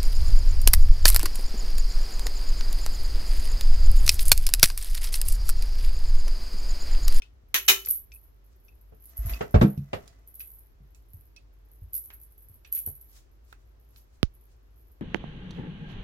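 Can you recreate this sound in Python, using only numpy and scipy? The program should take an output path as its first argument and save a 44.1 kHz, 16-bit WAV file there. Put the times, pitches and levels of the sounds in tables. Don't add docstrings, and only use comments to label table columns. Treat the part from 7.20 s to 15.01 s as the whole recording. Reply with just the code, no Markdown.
import sys
import numpy as np
from scipy import signal
from scipy.fft import rfft, irfft, next_fast_len
from scipy.io import wavfile
from scipy.ndimage import uniform_filter1d

SR = 44100
rng = np.random.default_rng(int(sys.argv[2]) if len(sys.argv) > 2 else 0)


def write(x):
    x = np.atleast_2d(x).T
    wavfile.write(sys.argv[1], SR, np.round(np.clip(x, -1, 1) * 32767).astype(np.int16))


N = 344421
TIME = np.arange(N) / SR
AGE = TIME[:SR]

# (frequency [Hz], level [dB])
SLIDE_COLOUR = [(500, -10), (1800, -6.5), (3000, -7), (5000, -3), (6500, -2.5), (9000, -7.5), (15000, -13)]
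PANEL_RIPPLE_DB = 6


def from_db(db):
    return 10 ** (np.asarray(db) / 20)


def rms_one(x):
    return x / np.sqrt(np.mean(x ** 2) + 1e-20)


def at_hz(points, hz):
    f, value = np.transpose(points)
    return np.interp(np.log(hz), np.log(f), value)


def dying(t60):
    return np.exp(-np.log(1000) * AGE / t60)


def swelling(rise_s):
    return 1 - np.exp(-AGE / max(rise_s, 1e-5))


def panned(db):
    return from_db([[db / 2], [-db / 2]])


def add(out, s, sound):
    i = max(round(s * SR), 0)
    out[..., i:i + sound.shape[-1]] += sound[..., :N - i]


def mode(hz, t60, phase=0):
    return np.sin(2 * np.pi * hz * AGE + phase) * dying(t60)


def noise(colour, tilt_db=0, size=SR, ripple_db=0):
    # (frequency [Hz], left-right correlation [-1 to 1])
    likeness = [(30, 0.94), (130, 0.14), (260, 0.92), (500, -0.45), (1100, -0.22), (2200, -0.23),
                (15000, 0.11)]
    hz = np.arange(size // 2 + 1) * SR / size + 1e-3
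    mid, side = rfft(rng.standard_normal((2, size)))
    alike = np.clip(at_hz(likeness, hz), -1, 1)
    ripple = np.interp(np.sqrt(hz / hz[-1]), np.linspace(0, 1, 300), rng.uniform(-1, 1, 300))
    tilt = tilt_db * np.log2(np.maximum(hz, colour[0][0]))
    gain = from_db(at_hz(colour, hz) + tilt + ripple_db * ripple) * (hz > 20)
    both = np.sqrt(1 + alike) * mid + np.sqrt(1 - alike) * side * [[1], [-1]]
    return rms_one(irfft(gain * both, size))


def hallway(t60, wet_db):
    wash = rng.standard_normal((2, SR)) * dying(t60) * swelling(0.0054)
    response = from_db(wet_db) * wash / np.sqrt(np.sum(wash ** 2) / 2)
    response[0, 1] += 1
    response[1, 0] += 1
    return response


def wavering(depth_db, rate_hz):
    knots = rng.normal(0, depth_db, (2, 200))
    return from_db([np.interp(AGE * rate_hz, np.arange(len(k)), k) for k in knots])


def stroke(s, db, rise_s, fall_s):
    depth_db = 30
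    away = np.maximum((s - TIME) / rise_s, (TIME - s) / fall_s)
    return from_db(db - depth_db * np.minimum(away, 10))


def lingering(blows, envelope):
    return np.sqrt(np.abs(signal.oaconvolve(blows ** 2, envelope)[:N]))


def swinging(fade_db_per_s=19, rise_s=0.0082, stop_t60=.17, dangle_db=-80.5):
    # (time [s], length [s], relative level [dB])
    swings = [(0.412, 0.19, -42), (0.88, 0.23, -65), (1.313, 0.51, -65), (1.719, 0.19, -65),
              (1.957, 0.092, -49), (2.196, 0.17, -55.5), (2.388, 0.19, -47), (3.17, 0.26, -55),
              (3.61, 0.33, -71), (3.877, 0.15, -57.5), (4.443, 0.36, -64.5), (4.743, 0.35, -53.5),
              (5.168, .3, -66), (5.51, 0.15, -41), (5.732, 0.16, -60.5), (6.675, 0.1, -62),
              (7.11, 0.14, -68), (7.53, .19, -62)]
    out = np.full(N, from_db(dangle_db))
    for s, length_s, db in swings:
        settling_db = 60 * np.maximum(AGE - length_s, 0) / stop_t60
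        add(out, s, from_db(db - fade_db_per_s * AGE - settling_db) * swelling(rise_s))
    return out


def pellet_blows(swing, jolt_db=4, rebound_db=-10, rebound_s=0.0065):
    # (time [s], relative level [dB])
    jolt_table = [(0.3461, -14.5), (0.6596, -20.5), (0.6854, -17), (0.6878, -14.5), (0.7363, -26.5),
                  (0.7567, -27.5), (0.938, -42.5), (1.449, -50), (1.8218, -47), (1.8926, -49),
                  (1.9694, -28.5), (2.0593, -28.5), (2.0943, -29), (2.4226, -33), (2.7457, -43.5),
                  (3.0742, -42.5), (3.1418, -38), (3.1953, -32), (3.2475, -36.5), (3.3054, -44),
                  (3.3363, -44), (4.5146, -48), (4.732, -27.5), (4.7504, -21), (4.8384, -33),
                  (4.935, -35.5), (5.014, -41), (5.1794, -42.5), (5.222, -45), (5.2855, -45.5),
                  (5.3368, -51), (5.525, -18), (5.5494, -17), (5.5753, -22.5), (5.6613, -21), (5.7528, -39),
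                  (5.8114, -39.5), (5.8875, -49.5), (6.77, -48.5)]
    tumble_s, tumble_db, spread_db = .05, 13, 5.5
    skid_s, skid_db = 0.0052, -17
    tumbles = np.cumsum(rng.uniform(.5, 1.5, size=240)) * tumble_s
    scatter_db = spread_db * rng.standard_normal(len(tumbles))
    light = np.interp(tumbles, TIME, swing, right=0) * from_db(tumble_db + scatter_db)
    jolts, db = np.transpose(jolt_table)
    hard = from_db(db + jolt_db)
    s = np.r_[tumbles, jolts - skid_s, jolts]
    strength = np.r_[light, hard * from_db(skid_db), hard]
    flights = rng.uniform(.3, 2, (len(s), 2)) * rebound_s
    when = s[:, None] + np.cumsum(np.c_[np.zeros(len(s)), flights], axis=1)
    at = np.clip(np.round(when * SR).astype(int), 0, N - 1)
    blows = np.zeros(N)
    blows[at] = strength[:, None] * from_db(rebound_db * np.arange(at.shape[1]))
    return blows


def bell(blows, swing, strike_db=-8, chatter_db=-8, scrape_db=-14, rolls_per_s=160, uneven_db=6.5,
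         chatter_s=.005, low_hz=9300):
    # (frequency [Hz], level [dB], time to fade 60 dB [s])
    shell_modes = [(7000, -30, .002), (10350, -14, .006), (11250, -14, .008), (11690, -3, .02),
                   (11830, -2, .022), (11940, -1, .026), (12250, -16, .015), (12800, -20, .01),
                   (15300, -29, .004)]
    swing_roll_db, roll_db = -6.5, -3
    roll_rise_s, roll_t60 = 0.0089, .1
    rings = [from_db(level) * mode(hz, t60) for hz, level, t60 in shell_modes]
    shell = from_db(strike_db) * signal.oaconvolve(blows, sum(rings) * swelling(.0014))[:N]
    burst = dying(chatter_s) * swelling(.001)
    chatter = from_db(chatter_db) * lingering(blows, burst / burst.sum())
    after_blow = lingering(blows, (dying(roll_t60) * swelling(roll_rise_s)) ** 2)
    roll = np.hypot(from_db(swing_roll_db) * swing, from_db(roll_db) * after_blow)
    touch_gain = from_db(uneven_db * np.clip(rng.standard_normal(N), -2, 2))
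    touches = (rng.random(N) < rolls_per_s / SR) * touch_gain
    touches = rms_one(np.sqrt(np.abs(uniform_filter1d(touches ** 2, size=60))))
    rolling = touches * roll * from_db(-6) / np.sqrt(np.sum(np.square(rings)))
    for ring in rings:
        shell += signal.oaconvolve((chatter + rolling) * rng.standard_normal(N), ring)[:N]
    scrape_band = signal.butter(2, [9800, 13400], "band", fs=SR, output="sos")
    scrape = signal.sosfilt(scrape_band, rng.standard_normal(N))
    shell += from_db(scrape_db) * rms_one(scrape) * touches * roll
    bright = signal.sosfilt(signal.butter(8, low_hz, "high", fs=SR, output="sos"), shell)
    faint = signal.sosfilt(signal.butter(2, [3500, 7800], "band", fs=SR, output="sos"), shell)
    shell = bright + from_db(-4) * faint
    room = hallway(t60=.19, wet_db=-3)
    return signal.oaconvolve(shell[None], room, axes=1)[:, :N] * panned(-2.8)


def smacks(early_t60=0.14, late_t60=0.3, late_db=-18, crack_t60=.012):
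    # (time [s], wash level [dB], build-up [s], first crack [dB],
    # treble tilt [dB per octave], ring [dB])
    smack_table = [(0.3429, -15, 0.0051, -6.5, 1, -41), (0.4795, -4, .009, -24, 2, -26)]
    # (frequency [Hz], level [dB])
    colour = [(100, -20), (300, -13.5), (700, -7), (1400, -3), (2500, 4), (3800, -2), (4700, -8.5),
              (6000, -2.5), (8600, -16), (10500, -10), (13000, -7), (15500, -11.5)]
    # (frequency [Hz], level [dB], time to fade 60 dB [s])
    toy_modes = [(388, -11, .5), (1340, -4, .24), (2030, -1, .19), (2460, 2, .22), (3003, 3, .26),
                 (3628, 6, .14), (3893, 9, .14), (4581, 1, .1), (5612, 3, .12), (5850, 3, .15),
                 (7032, -3, .2), (7361, 2, .18), (10910, -2, .16), (11620, 3, .1), (12640, 1, .11),
                 (14816, 2, .1), (15005, 6, .11), (15595, 6, .11)]
    out = np.zeros((2, N))
    for s, db, rise_s, crack_db, tilt_db, ring_db in smack_table:
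        decay = dying(early_t60) + from_db(late_db) * dying(late_t60)
        wash = noise(colour, tilt_db, ripple_db=PANEL_RIPPLE_DB) * decay
        crack = noise(colour, tilt_db) * dying(crack_t60) * swelling(.0004)
        ring = 0
        for hz, level, t60 in toy_modes:
            tone = mode(hz, t60, rng.uniform(-np.pi / 3, np.pi / 3, (2, 1)))
            ring = ring + from_db(level) * tone * wavering(depth_db=4.0, rate_hz=70)
        body = from_db(db) * wash * wavering(depth_db=1.5, rate_hz=330) + from_db(ring_db) * ring
        add(out, s, (body * swelling(rise_s) + from_db(crack_db) * crack) * panned(0.76))
    return out


def ticks(knock_db=-6, snap_db=-6, snap_t60=.014, room_t60=.22):
    # (time [s], relative level [dB], main pitch [Hz],
    # share of rod ring [dB], share of room [dB])
    tick_table = [(0.0204, -42, 3020, -11.5, -13.5), (0.6496, -36.5, 5700, -33, -13),
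                  (0.672, -35.5, 1960, -31, -28), (0.9191, -49, 5200, -10.5, -17),
                  (1.483, -61.5, 2700, -6.5, -26), (2.095, -41, 2220, -27, -6.5),
                  (2.135, -37, 3440, -12.5, -18), (2.576, -50, 3230, -20, -17),
                  (2.8779, -40.5, 5000, -39, -20), (3.203, -44, 2367, -14, -12.5),
                  (3.7475, -50, 6500, -26.5, -15.5), (4.163, -44, 3970, -17.5, -18),
                  (4.9035, -40.5, 1667, -32.5, -13.5), (5.448, -45.5, 2580, -16, -12),
                  (5.567, -46, 2410, -26.5, -9.5), (6.3271, -34.5, 1380, -38.5, -27),
                  (6.761, -46, 3680, -36, -22)]
    # (frequency [Hz], level [dB], time to fade 60 dB [s])
    rod_modes = [(2180, -5, .04), (2420, -2, .09), (2573, 7, .12), (2700, 0, .1), (3587, -5, .08),
                 (4830, -3, .055), (5730, 3, .055)]
    # (time [s], left-right difference [dB])
    rod_side = [(1.6, 5), (2.2, -4)]
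    out = np.zeros((2, N))
    for s, db, main_hz, ring_db, room_db in tick_table:
        pan_db = np.interp(s, *np.transpose(rod_side))
        colour = [(main_hz / 8, -24), (main_hz / 2, -8), (main_hz, 0), (main_hz * 1.5, -6), (main_hz * 5, -26)]
        ring = 0
        for hz, level, t60 in rod_modes:
            tone = mode(hz, t60, rng.uniform(-np.pi, np.pi, (2, 1)))
            ring = ring + from_db(level) * tone * wavering(depth_db=7.0, rate_hz=110)
        decay = from_db(snap_db) * dying(snap_t60) + from_db(room_db) * dying(room_t60)
        snap = noise(colour, ripple_db=PANEL_RIPPLE_DB) * decay
        knock = from_db(knock_db) * mode(main_hz, 0.017) * swelling(0.0019)
        add(out, s, from_db(db) * (from_db(ring_db) * ring + snap + knock) * panned(pan_db))
    return out


def knocks(t60=0.14, tail_t60=0.3, tail_db=-12, tail_tilt_db=-2.5):
    # (time [s], level [dB], build-up [s], treble tilt [dB per octave])
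    knock_table = [(0.492, -32, 0.00077, 1.5), (0.673, -49, .001, -5), (1.72, -45.5, 0.0047, -4),
                   (2.2083, -23, 0.00019, 0), (2.341, -12, 0.0021, -2), (2.411, -14, 0.0019, 0),
                   (2.7309, -23.5, 0.00033, 0.5), (5.67, -42.5, 0.0023, -3)]
    # (frequency [Hz], level [dB])
    colour = [(47, -38), (80, -5.5), (243, -9.5), (350, -14.5), (395, -1), (483, -4.5), (723, -7),
              (960, -16), (1500, -16.5), (2690, -25), (8010, -42.5), (10000, -50.5), (13000, -79),
              (22000, -120)]
    out = np.zeros((2, N))
    for s, db, rise_s, tilt_db in knock_table:
        near = noise(colour, tilt_db, ripple_db=PANEL_RIPPLE_DB) * dying(t60)
        tail = noise(colour, tilt_db + tail_tilt_db) * dying(tail_t60) * from_db(tail_db)
        add(out, s, from_db(db) * (near + tail) * swelling(rise_s))
    return out * panned(-1.3)


def thuds():
    # (time [s], drive [dB], pitch most strongly driven [Hz])
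    landings = [(1.988, -12, 52.4), (2.051, -7.5, 68.5), (2.111, -13, 53), (2.344, 0, 88.55),
                (2.346, -2.5, 52), (2.416, -9, 199), (2.433, -5.5, 211.1), (2.577, -19.5, 125),
                (3.604, -44, 117), (3.94, -31.5, 82.4), (4.619, -21, 70), (5.297, -37, 77),
                (5.676, -29.5, 96)]
    # (frequency [Hz], level [dB], time to fade 60 dB [s])
    boards = [(52, 1, .15), (86, 0, .13), (102, -3, .13), (139, -1, .22), (158, -1, .15), (202, 2, .19),
              (260, -10, .15), (321, -1, .15), (400, -8, .1), (458, -7, .16), (506, -7, .12)]
    paw_hz, paw_contact_s, paw_octaves = 85, 0.0085, 0.52
    contact_law, spread_law = 1.8, .7
    out = np.zeros(N)
    pitches, levels, _ = np.transpose(boards)
    rings = np.array([mode(hz, t60) for hz, _, t60 in boards])
    for s, db, centre_hz in landings:
        hardness = centre_hz / paw_hz
        octaves = paw_octaves * hardness ** spread_law
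        contact_s = paw_contact_s / hardness ** contact_law
        distance = np.log2(pitches / centre_hz) / octaves
        drive = from_db(db + levels) / (1 + distance ** 2) ** 2
        add(out, s, drive @ rings * swelling(contact_s))
    return out * panned(-0.53)


def brushing(movement, colour, grain_db):
    grains = from_db(grain_db * rms_one(uniform_filter1d(rng.standard_normal(N), size=150)))
    return noise(colour, size=next_fast_len(N))[:, :N] * rms_one(grains) * movement * panned(-0.53)


def shelf_resonance(scuffing, shelf_db=-4.5):
    # (frequency [Hz], width [Hz], level [dB])
    resonances = [(668, 20, -0.5), (1820, 36, -10.5), (2000, 33, -5.5), (2550, 66, -13)]
    rub = rng.standard_normal((2, N))
    tone = 0
    for hz, width, db in resonances:
        tone = tone + from_db(db) * rms_one(signal.lfilter(*signal.iirpeak(hz, hz / width, fs=SR), rub))
    return from_db(shelf_db) * rms_one(tone) * scuffing


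def cat_scuffs():
    # (peak time [s], level [dB], rise [s], fall [s])
    scuffs = [(2.11, -43.5, 0.23, 0.29), (2.85, -61, 0.75, 0.45)]
    # (frequency [Hz], level [dB])
    colour = [(200, 7.5), (700, -3), (1200, 2), (2200, -6.5), (4000, -11), (6200, -7), (8500, -15),
              (15000, -17)]
    scuffing = sum(stroke(*row) for row in scuffs)
    return brushing(scuffing, colour, grain_db=3) + shelf_resonance(scuffing)


def string_and_cloth(blows, rise_s=0.12, fall_s=.12, flutter_db=-43.5, flutter_t60=0.08):
    # (peak time [s], level [dB])
    slides = [(1.33, -73.5), (1.91, -66), (5.97, -56.5), (6.31, -66), (6.42, -79.5), (6.78, -64),
              (6.95, -71.5), (7.32, -71.5)]
    sliding = sum(stroke(s, db, rise_s, fall_s) for s, db in slides)
    flutter = from_db(flutter_db) * lingering(blows, dying(flutter_t60) ** 2)
    return brushing(sliding + flutter, SLIDE_COLOUR, grain_db=0.5)


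def finger_tap(tap_s=7.0300, thump_db=-6.5, start_hz=580, sag_s=0.0015, t60=0.091, press_s=0.000084,
               spike_db=3, case_db=-11, far_db=-14, far_hz=340, far_t60=0.0076, hiss_db=-42, hiss_t60=0.12):
    cycles = start_hz * sag_s * np.log1p(AGE / sag_s)
    thump = np.cos(2 * np.pi * cycles) * dying(t60) * swelling(press_s)
    spike = mode(2600, .0009, np.pi / 2)
    case = mode(1210, 0.0052, np.pi / 2)
    hiss = noise(SLIDE_COLOUR)[1] * dying(hiss_t60)
    right = from_db(thump_db) * thump + from_db(spike_db) * spike
    right = right + from_db(case_db) * case + from_db(hiss_db) * hiss
    left = from_db(far_db) * mode(far_hz, far_t60) - from_db(-14.0) * spike
    out = np.zeros((2, N))
    add(out, tap_s, np.array([left, right]))
    return signal.sosfilt(signal.butter(4, 5800, fs=SR, output="sos"), out + 1e-18)


def still_room(air_db=-61, hum_db=-55, hum_hz=51, hum_width_hz=6, sway_db=3):
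    # (frequency [Hz], level [dB])
    air = [(25, -22.5), (40, -11.5), (60, -6), (80, -15.5), (105, -9.5), (160, -29.5), (400, -24.5),
           (800, -32.5), (1500, -37), (3800, -45.5), (5800, -46.5), (9000, -56.5), (16000, -57)]
    start = rng.standard_normal(next_fast_len(N + SR))
    narrow = signal.lfilter(*signal.iirpeak(hum_hz, hum_hz / hum_width_hz, fs=SR), start)
    narrow = signal.lfilter(*signal.iirpeak(hum_hz, 2, fs=SR), narrow)
    narrow = signal.hilbert(narrow)[SR:SR + N]
    drone = np.cos(np.angle(narrow)) * from_db(sway_db * rms_one(np.abs(narrow)))
    air_noise = noise(air, size=next_fast_len(N))[:, :N]
    return from_db(air_db) * air_noise + from_db(hum_db) * rms_one(drone)


def scene():
    swing = swinging()
    blows = pellet_blows(swing)
    toy = bell(blows, swing) + smacks() + ticks()
    wood = knocks() + thuds()
    friction = cat_scuffs() + string_and_cloth(blows)
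    return toy + wood + friction + finger_tap() + still_room()


def record(dry):
    top_cut = signal.ellip(10, .2, 80, 15900, fs=SR, output="sos")
    return signal.sosfilt(top_cut, np.clip(dry, -.9, .9))


dry = scene()
out = record(dry)
write(out)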